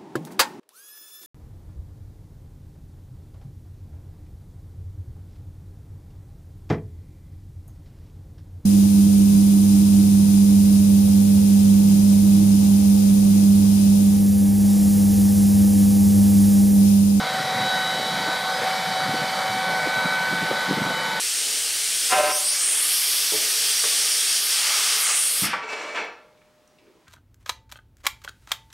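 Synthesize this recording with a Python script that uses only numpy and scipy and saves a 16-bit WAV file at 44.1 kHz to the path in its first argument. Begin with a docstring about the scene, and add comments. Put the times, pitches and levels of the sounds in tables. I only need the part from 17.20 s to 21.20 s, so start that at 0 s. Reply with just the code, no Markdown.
"""A tractor pulls an air planter across a dry field, some way from the microphone.
The planter's blower sings in four partials that swell and fade; hydraulic drives, gears and the turbo
whine with the engine speed. Under them roar the diesel and the blower's air, and bearings squeal
faintly. Close up, a breeze rumbles and bumps on the microphone."""
import sys
import numpy as np
from scipy import signal
from scipy.fft import rfft, irfft, next_fast_len
from scipy.io import wavfile
from scipy.ndimage import uniform_filter1d, map_coordinates

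SR = 44100
rng = np.random.default_rng(int(sys.argv[2]) if len(sys.argv) > 2 else 0)


def wrap_up_sound(samples):
    """Save the sound to the file named by the first command line argument, as 16-bit audio."""
    columns = np.atleast_2d(samples).T
    # keep every value between -1 and 1, then stretch to whole-number steps
    tamed = np.clip(columns, -1, 1)
    steps = np.round(tamed * 32767).astype(np.int16)
    wavfile.write(sys.argv[1], SR, steps)


N = 176400


def amp(db):
    """Decibels to gain."""
    return 10 ** (np.asarray(db) / 20)


def unit(x):
    """Scaled to rms 1."""
    return x / np.sqrt(np.mean(x ** 2) + 1e-20)


def along(points, hz):
    """Read (Hz, value) points at hz, on a log frequency axis."""
    freqs, values = np.transpose(points)
    return np.interp(np.log(hz + 1), np.log(freqs + 1), values)


def curves(rows):
    """One value per sample for each column after the time."""
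    times, *columns = np.transpose(rows)
    return [np.interp(np.arange(N) / SR, times, column) for column in columns]


def wobble(rate):
    """A smooth random curve, rate knots a second."""
    return map_coordinates(rng.standard_normal(2048), [np.arange(N) * rate / SR], mode="wrap")


def filtered(x, response):
    """Filter x by a gain given as a function of Hz."""
    size = next_fast_len(N + SR // 2)
    return irfft(rfft(x, size) * response(np.fft.rfftfreq(size, 1 / SR)), size)[..., :N]


def rush(spectrum, patchy_db):
    """Coloured noise of rms 1, with patches of random gain in time and frequency."""
    bins = signal.stft(rng.standard_normal(N), nperseg=512)[2]
    patches = uniform_filter1d(rng.standard_normal(bins.shape), size=6, axis=0)
    patches = uniform_filter1d(patches, size=16, axis=1)
    noise = signal.istft(bins * amp(patchy_db * unit(patches)), nperseg=512)[1][:N]
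    return unit(filtered(noise, lambda hz: amp(along(spectrum, hz))))


def tone(hz, speed, drift, scatter, flutter_rate):
    """A whine of rms 1 that follows the shaft speed; moving air scatters part of it."""
    phase = 2 * np.pi * np.cumsum(hz * speed * (1 + drift * wobble(6))) / SR
    in_phase = (1 + scatter * wobble(flutter_rate)) * np.sin(phase)
    quadrature = scatter * wobble(flutter_rate) * np.cos(phase)
    return unit(in_phase + quadrature)


def blower(speed, blade_hz):
    """The blower's blade-pass tone and overtones, each swelling and fading as the rig moves."""
    # Swells of partials 1 to 4. Each row: time in seconds, level in dB before the trim.
    first = [(0, -32.5), (0.4, -28), (0.65, -31.5), (1.15, -34.5), (1.45, -27.5), (1.8, -30.5),
             (2.1, -30.5), (2.55, -31.5), (2.85, -35.8), (3.1, -36), (3.35, -41), (4, -50)]
    second = [(0, -35.1), (0.17, -35), (0.28, -43.1), (0.5, -30.4), (0.62, -28.5), (0.85, -42),
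              (1.05, -30.7), (1.28, -32), (1.45, -40.2), (1.62, -42), (1.98, -31.5), (2.15, -40.5),
              (2.4, -33.5), (2.65, -26), (3.1, -27.5), (3.5, -32), (4, -31.5)]
    third = [(0, -58), (1.1, -51), (1.55, -39.5), (2, -42), (2.4, -36.5), (3.1, -35), (3.5, -47.2),
             (4, -40)]
    fourth = [(0, -42), (0.35, -47.6), (0.65, -37.5), (1.3, -48.5), (1.6, -41), (2.4, -42), (2.6, -46.5),
              (3.05, -45.5), (3.35, -45), (3.8, -39), (4, -43.5)]
    # One trim in dB for each partial.
    trim_db = [0.2, -0.13, -0.09, -0.3]
    out = np.zeros(N)
    for k, swells in enumerate([first, second, third, fourth]):
        gain = amp(curves(swells)[0] + trim_db[k])
        out += gain * tone((k + 1) * blade_hz, speed, drift=.0002, scatter=.14, flutter_rate=16)
    return out


def drives(speed):
    """Pump, gears and turbo whine with the engine; the high whistles are the most blurred."""
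    # Swells of the pump and gear whines. Each row: time in seconds, level in dB (the gear gets 3 more).
    pump_levels = [(0, -47), (.9, -39), (1.9, -41), (2.5, -37.5), (3.3, -37.5), (4, -33.5)]
    gear_levels = [(0, -40), (0.15, -41), (0.35, -34), (0.65, -34.5), (0.95, -36), (1.3, -40), (1.6, -46),
                   (1.8, -38.5), (2.05, -53.5), (2.3, -43), (2.6, -48), (2.85, -37), (3.1, -48.5),
                   (3.4, -39.5), (3.55, -49), (3.75, -43), (4, -45)]
    # Weaker whines and whistles of drives and turbo. Each row: pitch in Hz, level in dB.
    whine_notes = [(501, -48), (601, -53), (971, -42), (1101.5, -45.5), (1941, -45), (2204, -46),
                   (3304, -51), (3777, -51.5), (3808, -71), (4007, -50)]
    whistle_notes = [(4588, -48.5), (6112, -60), (8035, -58), (9118, -61.5), (10410, -59), (12500, -67),
                     (14290, -62)]
    pump = tone(893, speed, drift=.00059, scatter=.073, flutter_rate=13)
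    gear = tone(3905, speed, drift=.0002, scatter=.19, flutter_rate=22)
    whines = sum(amp(db) * tone(hz, speed, drift=.001, scatter=.46, flutter_rate=12)
                 for hz, db in whine_notes)
    whistles = sum(amp(db) * tone(hz, speed, drift=.0013, scatter=.84, flutter_rate=40)
                   for hz, db in whistle_notes)
    pump *= amp(curves(pump_levels)[0])
    gear *= amp(curves(gear_levels)[0] + 3)
    return pump + gear + whines + whistles


def roar(speed):
    """Diesel roar and hissing air lines across the field; upper roar and hiss pulse with each firing."""
    # Spectra of the roar and of the hiss. Each row: frequency in Hz, relative density in dB.
    roar_spectrum = [(20, -48), (50, -30), (90, -19), (135, -7), (185, 2), (260, -12), (370, -13),
                     (450, -4.5), (520, 3), (630, 0), (740, 3), (860, 0), (1020, -3.5), (1250, -0.5),
                     (1450, 2), (1680, -2.5), (1980, -0.5), (2300, -4.5), (2650, -11), (2950, -14),
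                     (3600, -32), (8000, -65)]
    hiss_spectrum = [(1500, -50), (2930, -25), (3010, -2.5), (3500, 1), (4450, -.5), (5200, -4.5),
                     (6200, -9), (7200, -10.5), (8300, -11), (10500, -14), (13500, -18), (15300, -23.5)]
    # Swells, each taken about its mean. Each row: time in seconds, then low roar, high roar, hiss in dB.
    swells = [(0.0, -33, -36.5, -40.5), (0.08, -34, -36, -39.5), (0.37, -35, -36, -40),
              (0.47, -33.5, -36.5, -39), (0.92, -33.5, -36, -39.5), (1.38, -34, -36.5, -40),
              (1.43, -31, -36, -39), (1.49, -35.5, -34.5, -38.5), (1.67, -34.5, -36.5, -40),
              (2.33, -36, -36, -40), (2.56, -30, -35.5, -40.5), (2.88, -35.5, -35, -40.5),
              (3.81, -35, -36, -40.5), (4.0, -33.5, -36.5, -41)]
    roar_db, hiss_db, split_hz = -29, -33.5, 960
    firing_hz, firing_depth = 99.1, .091
    low_swell, high_swell, hiss_swell = [amp(db - db.mean()) for db in curves(swells)]
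    firing = firing_depth * np.cos(2 * np.pi * np.cumsum(firing_hz * speed) / SR)
    body = rush(roar_spectrum, patchy_db=1.36)
    low = filtered(body, lambda hz: 1 / (1 + (hz / split_hz) ** 6))
    engine = low * low_swell + (body - low) * high_swell * (1 + firing)
    air = rush(hiss_spectrum, patchy_db=.98) * hiss_swell * (1 + .5 * firing)
    return amp(roar_db) * engine + amp(hiss_db) * air


def breeze():
    """A faint, restless rumble of air moving over the microphone."""
    # Colour of the rumble. Each row: frequency in Hz, relative density in dB.
    spectrum = [(20, -29), (60, -22), (100, -13), (160, 1), (250, -5.5), (340, -8), (550, -17), (1500, -52)]
    # Rise and fall of the breeze. Each row: time in seconds, level in dB.
    levels = [(0, -43), (.4, -43), (.65, -44.5), (1, -39), (1.2, -53), (1.7, -45), (1.95, -47), (2.3, -45),
              (2.7, -54), (3.2, -38.5), (3.4, -46), (3.58, -40.5), (3.8, -43), (4, -47)]
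    flicker_db = 2.5
    rumble = rush(spectrum, patchy_db=2) * amp(flicker_db * wobble(rate=18))
    return amp(curves(levels)[0]) * unit(rumble)


def wind_bumps():
    """Each eddy gives the microphone one low push and a puff of turbulence; small eddies sound higher."""
    # Each row: centre in seconds, level in dB before the mix, upper edge in Hz, half length in seconds.
    eddies = [(.205, -26.5, 220, 0.022), (.255, -25, 180, .02), (.365, -23.5, 200, .025),
              (.415, -19.5, 240, 0.029), (.455, -23.5, 160, 0.022), (.8, -27, 380, 0.012),
              (1.085, -23.5, 347, 0.022), (1.895, -21, 200, 0.054), (1.943, -18.5, 288, 0.011),
              (2.02, -23.5, 200, 0.063), (2.305, -25.5, 180, .02), (2.37, -26, 220, .03),
              (2.675, -21.5, 418, .014), (2.78, -26.5, 220, 0.023), (2.859, -17.5, 290, 0.011),
              (3.129, -17.5, 343, 0.017), (3.231, -21, 300, 0.018), (3.314, -15.5, 535, 0.015),
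              (3.512, -13, 322, 0.028), (3.579, -13, 357, 0.013), (3.62, -16, 230, 0.016),
              (3.665, -19, 313, 0.016), (3.708, -24, 240, 0.025)]
    push_db, puff_db = -2, -11
    t, out = np.arange(N) / SR, np.zeros(N)
    for centre, db, edge_hz, half_length in eddies:
        low_hz = max(132, .44 * edge_hz)
        band = np.vstack([signal.butter(3, low_hz, "high", fs=SR, output="sos"),
                          signal.butter(2, edge_hz, fs=SR, output="sos")])
        near = np.flatnonzero(abs(t - centre) < .15)
        offset = t[near] - centre
        envelope = np.exp(-(offset / half_length) ** 2)
        impulse = signal.unit_impulse(len(near), np.argmin(abs(offset)))
        push = signal.sosfiltfilt(band, impulse)
        push /= abs(push).max()
        turbulence = rng.standard_normal(N)[near] * envelope
        puff = unit(signal.sosfiltfilt(band, turbulence)) * envelope.std()
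        out[near] += amp(db) * (amp(puff_db) * puff - amp(push_db) * push)
    return out


def squeals(speed):
    """Dry bearings and discs out on the planter sing briefly, each on one note."""
    # Each row: centre in seconds, pitch in Hz, level in dB, half length in seconds.
    notes = [(1.36, 5020, -37.5, .035), (2.038, 4590, -42, 0.4), (2.38, 9125, -50, .08),
             (3.53, 14277, -58, .11), (3.85, 7130, -52, 0.21)]
    t, out = np.arange(N) / SR, np.zeros(N)
    for centre, hz, db, half_length in notes:
        envelope = np.exp(-((t - centre) / half_length) ** 4)
        out += amp(db) * envelope * tone(hz, speed, drift=.0005, scatter=.095, flutter_rate=25)
    return out


def scene():
    """One engine speed drives the distant rig, with wind close by; both channels are the same."""
    # The blower's slight wander. Each row: time in seconds, blade-pass pitch in Hz.
    blower_pitch = [(0, 755.6), (.2, 756.6), (.55, 753.4), (.95, 756), (1.25, 755), (1.55, 756.8),
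                    (1.9, 754.8), (2.2, 757.7), (2.6, 754.8), (2.95, 757.3), (3.5, 754.7), (3.95, 751.3)]
    blade_hz, = curves(blower_pitch)
    speed = blade_hz / blade_hz.mean()
    rig = blower(speed, blade_hz.mean()) + drives(speed) + roar(speed) + squeals(speed)
    mono = rig + breeze() + wind_bumps()
    return np.array([mono, mono])


def record(dry):
    """The microphone rolls off the deep bass and passes nothing above its band limit."""
    low_cut_hz, top_hz = 31, 15400
    return filtered(dry, lambda hz: (hz < top_hz) * hz ** 2 / (hz ** 2 + low_cut_hz ** 2))


dry = scene()
out = record(dry)
wrap_up_sound(out)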